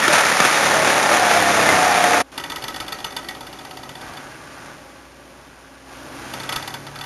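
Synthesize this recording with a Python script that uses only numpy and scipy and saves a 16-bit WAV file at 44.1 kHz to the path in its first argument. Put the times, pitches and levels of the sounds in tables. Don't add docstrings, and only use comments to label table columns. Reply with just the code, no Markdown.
import sys
import numpy as np
from scipy import signal
from scipy.fft import rfft, irfft
from scipy.io import wavfile
from scipy.ndimage import uniform_filter1d

SR = 44100
rng = np.random.default_rng(int(sys.argv[2]) if len(sys.argv) > 2 else 0)


def digitize_waveform(pressure):
    field = np.atleast_2d(pressure).T
    bounded = np.clip(field, -1, 1)
    quanta = np.round(bounded * 32767).astype(np.int16)
    wavfile.write(sys.argv[1], SR, quanta)


N = 310905
T = np.arange(N) / SR

CUT_S = 2.216
# centre_hz, width_hz, level_db (relative)
HOUSING_MODES = [(610, 51, -18), (740, 25, 0), (879, 96, 6.5), (1264, 450, 5.5), (1817, 25, 8)]
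# frequency_hz, level_db (relative)
GROUND_SPECTRUM = [(30, -77), (50, -26), (70, -12), (100, 3), (175, 3.5), (240, 1), (330, 6.5), (480, 4.5),
                   (800, 14), (2000, -54)]
# frequency_hz, level_db (relative)
STEEL_SPECTRUM = [(150, -26), (450, -4), (800, 5), (1020, -4.5), (1350, 2), (1850, 0.5), (2400, -3),
                  (3050, -9.5), (3550, -8), (4000, -11), (5100, -11.5), (6200, -9), (10000, -13),
                  (12500, -24)]


def undb(db):
    return 10 ** (np.asarray(db) / 20)


def unit(x):
    return x / np.sqrt(np.mean(x ** 2))


def curves(table):
    s, *columns = np.transpose(table)
    return [np.interp(T, s, column) for column in columns]


def ramp(start_s, length_s):
    return np.clip((T - start_s) / length_s, 0, 1)


def swell(start_s, attack_s, hold_s, release_s):
    return ramp(start_s, attack_s) - ramp(start_s + attack_s + hold_s, release_s)


def walk(rate):
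    hold = int(SR / rate)
    held = rng.standard_normal(size=1000)[np.arange(N) // hold]
    return 1.3 * uniform_filter1d(uniform_filter1d(held, hold), hold)


def tone(hz):
    cycles = np.cumsum(hz) / SR + rng.random()
    return np.sqrt(2) * np.sin(2 * np.pi * cycles)


def through(x, response):
    return signal.fftconvolve(x, response)[:len(x)]


def colour(points, size=4096):
    hz, db = np.transpose(points)
    f = np.maximum(np.arange(size // 2 + 1) * SR / size, 1)
    magnitude = undb(np.interp(np.log(f), np.log(hz), db))
    cepstrum = irfft(np.log(magnitude))
    cepstrum[1:size // 2] *= 2
    cepstrum[size // 2 + 1:] = 0
    return irfft(np.exp(rfft(cepstrum)))


def ring(modes, size=6000):
    t = T[:size]
    response = np.zeros(size)
    for hz, width, db in modes:
        response += undb(db) * width * np.exp(-np.pi * width * t) * np.sin(2 * np.pi * hz * t)
    return response


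def echoes(t60, wet_db, size=22050):
    t = T[:size]
    tail = rng.standard_normal(size) * np.exp(-np.log(1000) * t / t60) * (1 - np.exp(-t / 0.0079))
    return (t == 0) + undb(wet_db) * tail / np.linalg.norm(tail)


def smear(x, t60, wet_db):
    paths = rfft(echoes(t60, wet_db), N)
    return irfft(rfft(x) * paths / np.abs(paths), N)


def contacts(per_s, spread_db):
    happens = rng.random(N) < per_s / SR
    sign = rng.choice([-1, 1], N)
    return happens * sign * undb(spread_db * np.minimum(rng.exponential(size=N), 4))


def add(out, s, sound):
    i = max(int(s * SR), 0)
    out[i:i + len(sound)] += sound[:max(N - i, 0)]


def idling_engine():
    # frequency_hz, level_db (rms before wavering)
    lines = [(59.6, -56), (269.2, -57), (538.3, -58.5), (592.2, -88), (815, -60)]
    return sum(undb(db + 2 * walk(4.37)) * tone(hz * (1 + 0.00638 * walk(12))) for hz, db in lines)


def ground_hum(rate):
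    orders = [(3, -7), (4, 0.5), (7, -15), (8, -23), (9, -17)]
    return unit(sum(undb(db + 0.42 * walk(8.1)) * tone(k * rate) for k, db in orders))


def wall_drone():
    # frequency_hz, level_db (relative)
    wall_spectrum = [(25, -18), (45, -16), (70, -7), (140, -1.5), (200, -4), (270, 2.5), (350, 1.5),
                     (470, -5), (590, 1.5), (690, -5.5), (820, -5.5), (1100, -5.5), (2500, -22.5)]
    return unit(through(rng.standard_normal(N), colour(wall_spectrum))) * undb(walk(6.8))


def woodwork_buzz(shake):
    # centre_hz, width_hz, level_db (relative)
    wood_modes = [(864, 69, 9), (954, 44, 9), (1180, 89, 11), (1482, 310, 11.5), (1640, 130, 1.5),
                  (1890, 53, 3), (2440, 60, -43.5)]
    return unit(through(shake * contacts(per_s=1800, spread_db=1.5), ring(wood_modes)))


def fine_fizz(shake):
    # frequency_hz, level_db (relative)
    fizz_spectrum = [(800, -14.5), (2400, 2), (4000, -4.5), (6500, -3.5), (9500, -5), (12500, -20.5)]
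    grains = unit(contacts(per_s=1600, spread_db=4.5))
    return unit(through(rng.standard_normal(N) + 0.7 * shake * grains, colour(fizz_spectrum)))


def house(shake_s=2.318, fizz_db=-0.5, fizz_follows=.3):
    # time_s, drone_db (relative)
    drone_levels = [(2.32, -44.5), (2.45, -43), (3.6, -44.5), (4.2, -44.5), (4.66, -46.5), (5.15, -50.5),
                    (5.84, -50.5), (5.93, -44.5), (6.06, -45), (6.25, -40), (6.57, -38.5), (6.8, -45),
                    (7.05, -44.5)]
    # time_s, buzz_db (relative to the drone)
    looseness = [(2.9, 0), (3.3, -4.5), (3.95, -8), (4.03, 5.5), (4.4, 1.5), (4.67, 6.5), (4.8, 0),
                 (7.05, 1)]
    # time_s, shaking_rate_hz, hum_db (rms of the ground hum)
    shaking = [(2.3, 32.66, -68), (3.9, 32.9, -53.5), (4.65, 36.95, -53), (4.9, 35.05, -63),
               (5.95, 31, -61.5), (6.27, 31.73, -46.5), (7.05, 35.82, -42.5)]
    drone_db, loose_db = curves(drone_levels) + curves(looseness)
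    rate, hum_db = curves(shaking)
    shake = 1 + 0.06 * np.cos(2 * np.pi * np.cumsum(rate) / SR)
    shaken = wall_drone() * undb(drone_db + 3.0)
    shaken += woodwork_buzz(shake) * undb(drone_db + loose_db + 1)
    shaken += fine_fizz(shake) * undb(drone_db + fizz_follows * loose_db + fizz_db)
    shaken += ground_hum(rate) * undb(hum_db)
    return shaken * undb(np.where(T < shake_s, -10, 0)) + idling_engine()


def landings(start_s=2.3782, period_s=.06055, end_s=4.16, rebound_s=.021, rebound_db=-12, late_s=.0028):
    # time_s, full_db (relative), weak_shortfall_db, weak_rebound_db (relative to a full landing)
    rocking = [(2.38, -16.5, -1, -6), (2.45, -18.5, -1.5, -1.5), (2.62, -16.5, 6, -1),
               (2.75, -16.2, 5.5, -3.5), (2.87, -17, 16, -3), (3.0, -14, 11, -13), (3.22, -14.5, 19.5, -13),
               (3.29, -17.5, 12, -25), (3.4, -25.5, 1, -15), (3.58, -28.5, -1, -7), (3.72, -26, 0, -18),
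               (3.97, -25, 2, -12), (4.08, -33.5, 3.5, -15)]
    # time_s, level_db (relative)
    knocks = [(4.1713, -26), (6.337, -19), (6.4004, -22), (6.434, -23), (6.4919, -14), (6.5244, -14),
              (6.5601, -12), (6.6248, -22), (6.6762, -18.5), (6.7044, -29), (6.7406, -19), (6.8678, -25.5),
              (6.9571, -25.5), (6.9885, -25.5), (7.0112, -20), (7.0384, -26)]
    full_db, limp_db, catch_db = curves(rocking)
    hits = []
    for beat, s in enumerate(np.arange(start_s, end_s, period_s)):
        i = int(s * SR)
        if beat % 2:
            hits += [(s, full_db[i]), (s + rebound_s, full_db[i] + rebound_db)]
        else:
            late = late_s * (1 - undb(-limp_db[i]))
            hits += [(s + late, full_db[i] - limp_db[i]), (s + rebound_s - late, full_db[i] + catch_db[i])]
    return hits + [(s, db - 0.1) for s, db in knocks]


def plates(size=5000, split_hz=2400, treble_db=-19.5, low_db=-24, shelf_db=-51.5, soft_dulling=0.097):
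    # centre_hz, width_hz, level_db (relative)
    plate_modes = [(900, 17, -40), (940, 53, 10.5), (1298, 23, 13.5), (1525, 49, 7), (1900, 20, 8),
                   (1980, 21, 10.5), (2233, 22, 2.5), (2460, 21, 0), (3015, 180, -7), (3525, 100, 2),
                   (3990, 49, -12), (4556, 85, 0), (5090, 31, -4), (5520, 17, -17), (6100, 12, 1),
                   (6340, 13, -9.5), (6800, 23, -6), (7700, 30, 0), (8700, 50, -6), (9400, 45, -29),
                   (10000, 34, -8.5), (11260, 28, -8.5), (11600, 36, -5.5), (11700, 74, -25)]
    plate_tuning = [.984, .995, 1.004, 1.015]
    # centre_hz, width_hz, level_db (relative)
    shelf_modes = [(765, 47, 3), (787, 61, -6.5), (1260, 73, -5)]
    bright, dull, t = np.zeros(N), np.zeros(N), T[:size]
    stack = [ring([(hz * ratio, width, db) for hz, width, db in plate_modes]) for ratio in plate_tuning]
    shelf = ring(shelf_modes)
    lows = signal.butter(3, split_hz, "low", fs=SR, output="sos")
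    highs = signal.butter(3, split_hz, "high", fs=SR, output="sos")
    tick = colour([(400, -38), (900, 6), (2800, 2.5), (5200, -1.5), (6000, -6), (12000, -6.5)])
    landing = (1 - np.exp(-t / 0.0004)) * np.exp(-(t / 0.007) ** 2) + 0.11 * np.exp(-t / .025)
    hits = landings()
    hardest_db = max(db for s, db in hits)
    for s, db in hits:
        shape = (len(stack), size)
        touches = rng.standard_normal(shape) * (rng.random(shape) < .08) * landing
        all_touches = touches.sum(axis=0)
        china = sum(through(touch, plate) for touch, plate in zip(touches, stack))
        knock = unit(china) + 0.52 * unit(through(all_touches, tick))
        add(bright, s - .001, undb(db + treble_db) * unit(signal.sosfilt(highs, knock)))
        kept_db = soft_dulling * (hardest_db - db)
        add(dull, s - .001, undb(db + low_db + kept_db) * unit(signal.sosfilt(lows, knock)))
        add(dull, s, undb(shelf_db) * unit(through(all_touches, shelf)))
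    return through(bright, echoes(t60=0.22, wet_db=-13)) + through(dull, echoes(t60=0.18, wet_db=-5))


def squeaks(sag=0.0074):
    # start_s, length_s, pitch_hz (centre), level_db (before the fades)
    squeals = [(.01, 0.057, 1822, -19.5), (.08, 0.071, 605, -21), (0.146, 0.064, 1297, -23),
               (.39, 0.18, 1210, -25.5), (0.736, 0.13, 649, -22.5), (.97, 0.107, 1830, -29),
               (1.063, 0.15, 588, -25.5), (1.681, 0.029, 2100, -18)]
    out = np.zeros(N)
    for s, length, pitch_hz, db in squeals:
        n = int(length * SR)
        hz = pitch_hz * (1 + sag * np.linspace(1, -1, n) + 0.016 * walk(79)[:n])
        add(out, s, undb(db) * signal.windows.tukey(n) * tone(hz))
    return out


def clanks(size=3000, count=10, decay_s=0.0044, clank_db=-2.5, small_db=-11.5, small_spread_db=-3):
    # time_s, peak_db (relative)
    loudest = [(0.08, 0), (0.127, -1), (0.132, -1), (0.168, -6), (0.252, -4), (0.299, -1.5), (0.324, -3),
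               (0.393, -8), (0.402, 4.5), (0.45, 0.5), (1.028, 0), (1.196, -3), (1.69, 1), (2.04, -0.5)]
    steel, housing, soil = colour(STEEL_SPECTRUM), ring(HOUSING_MODES), colour(GROUND_SPECTRUM)
    out = np.zeros(N)
    small = [(CUT_S * rng.random(), small_db + small_spread_db * rng.standard_normal()) for _ in range(count)]
    for s, db in list(loudest) + small:
        scrape = rng.standard_normal(size) * np.exp(-T[:size] / decay_s)
        clank = unit(through(scrape, steel))
        clank += 0.37 * unit(through(scrape, housing))
        clank += 0.54 * unit(through(scrape, soil))
        add(out, s, clank / np.abs(clank).max() * undb(db + clank_db))
    return out


def motor_whine(rate):
    whine_db = -36.5 + 10 * swell(start_s=1.06, attack_s=.12, hold_s=0.49, release_s=.35)
    return undb(whine_db + 2.5 * walk(40.13)) * tone(20 * rate * (1 + 0.0151 * walk(70)))


def panel_song(rate, panel_hz=722, width_hz=50, level_db=-24):
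    song = np.zeros(N)
    for hz in (23 * rate, 24 * rate):
        response = 1 / (1 + ((hz - panel_hz) / width_hz) ** 2) ** 2
        song += undb(level_db + 3.1 * walk(9.25)) * tone(hz * (1 + 0.0059 * walk(50))) * response
    return song


def firm_ground_bite(rate, firm, loose_db=-5.5, firm_db=-1.5):
    orders = [(3, -48), (4, -41.5), (5, -38), (6, -37.5), (9, -37.5), (15, -35.5)]
    bite_db = loose_db + (firm_db - loose_db) * firm
    return sum(undb(db + bite_db + 2 * walk(4.1)) * tone(k * rate) for k, db in orders)


def hammer(free_hz=38.07, firm_hz=31, hunt=.012):
    # time_s, blow_rate_hz (before wandering), thud_db (relative)
    blow_curve = [(0, 38, -26), (.5, 38, -30), (.85, 37.6, -26.5), (1.28, 35.7, -32.5), (1.55, 34.1, -25.5),
                  (1.75, 32, -25.5), (1.9, 31, -39), (2.2, 30.8, -25.5)]
    rate, thud_db = curves(blow_curve)
    firm = np.clip((free_hz - rate) / (free_hz - firm_hz), 0, 1)
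    rate = rate * (1 + (.002 + hunt * (1 - firm) ** 2) * walk(20))
    turns = np.cumsum(rate) / SR
    blows = np.diff(np.floor(turns), prepend=0) * undb(1.3 * walk(30))
    repeats = unit(smear(blows, t60=0.12, wet_db=22.5))
    stroke = 1 + 0.19 * np.cos(2 * np.pi * turns) + 0.16 * np.cos(2 * np.pi * 2 * turns)
    rattle = unit(smear(stroke * contacts(per_s=1700, spread_db=2.5), t60=0.068, wet_db=-1.5))

    thud = unit(through(repeats + 1.66 * rattle, colour(GROUND_SPECTRUM))) * undb(thud_db + 2.0)
    body_db = -29 + 7.5 * ramp(start_s=0.54, length_s=0.15)
    body = unit(through(repeats + 0.86 * rattle, ring(HOUSING_MODES))) * undb(body_db)
    chatter_db = -15 - 1.06 * firm + 1.27 * (1 - firm) * walk(24.65)
    chatter = unit(through(rattle + 0.57 * repeats, colour(STEEL_SPECTRUM))) * undb(chatter_db)
    boom = unit(through(repeats + rattle, ring([(110, 24, 0)]))) * undb(-38)
    boom *= swell(start_s=1.25, attack_s=.2, hold_s=.25, release_s=.15)
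    return thud + boom + body + chatter + firm_ground_bite(rate, firm) + motor_whine(rate) + panel_song(rate)


def scene(radiate_hz=92):
    radiation = signal.butter(4, radiate_hz, "high", fs=SR, output="sos")
    street = signal.sosfilt(radiation, hammer() + clanks() + squeaks())
    outside = np.exp(-np.maximum(T - CUT_S, 0) / 0.0036)
    return (outside * street + (1 - outside) * (house() + plates()))[None]


def record(dry, notch_hz=8000, notch_q=3.6, top_hz=12300):
    heard = signal.lfilter(*signal.iirnotch(notch_hz, notch_q, fs=SR), dry)
    heard = signal.sosfilt(signal.butter(2, 40, "high", fs=SR, output="sos"), heard)
    clipped = np.clip(heard, -.88, .88)
    return signal.sosfilt(signal.ellip(8, .2, 70, top_hz, fs=SR, output="sos"), clipped)


dry = scene()
out = record(dry)
digitize_waveform(out)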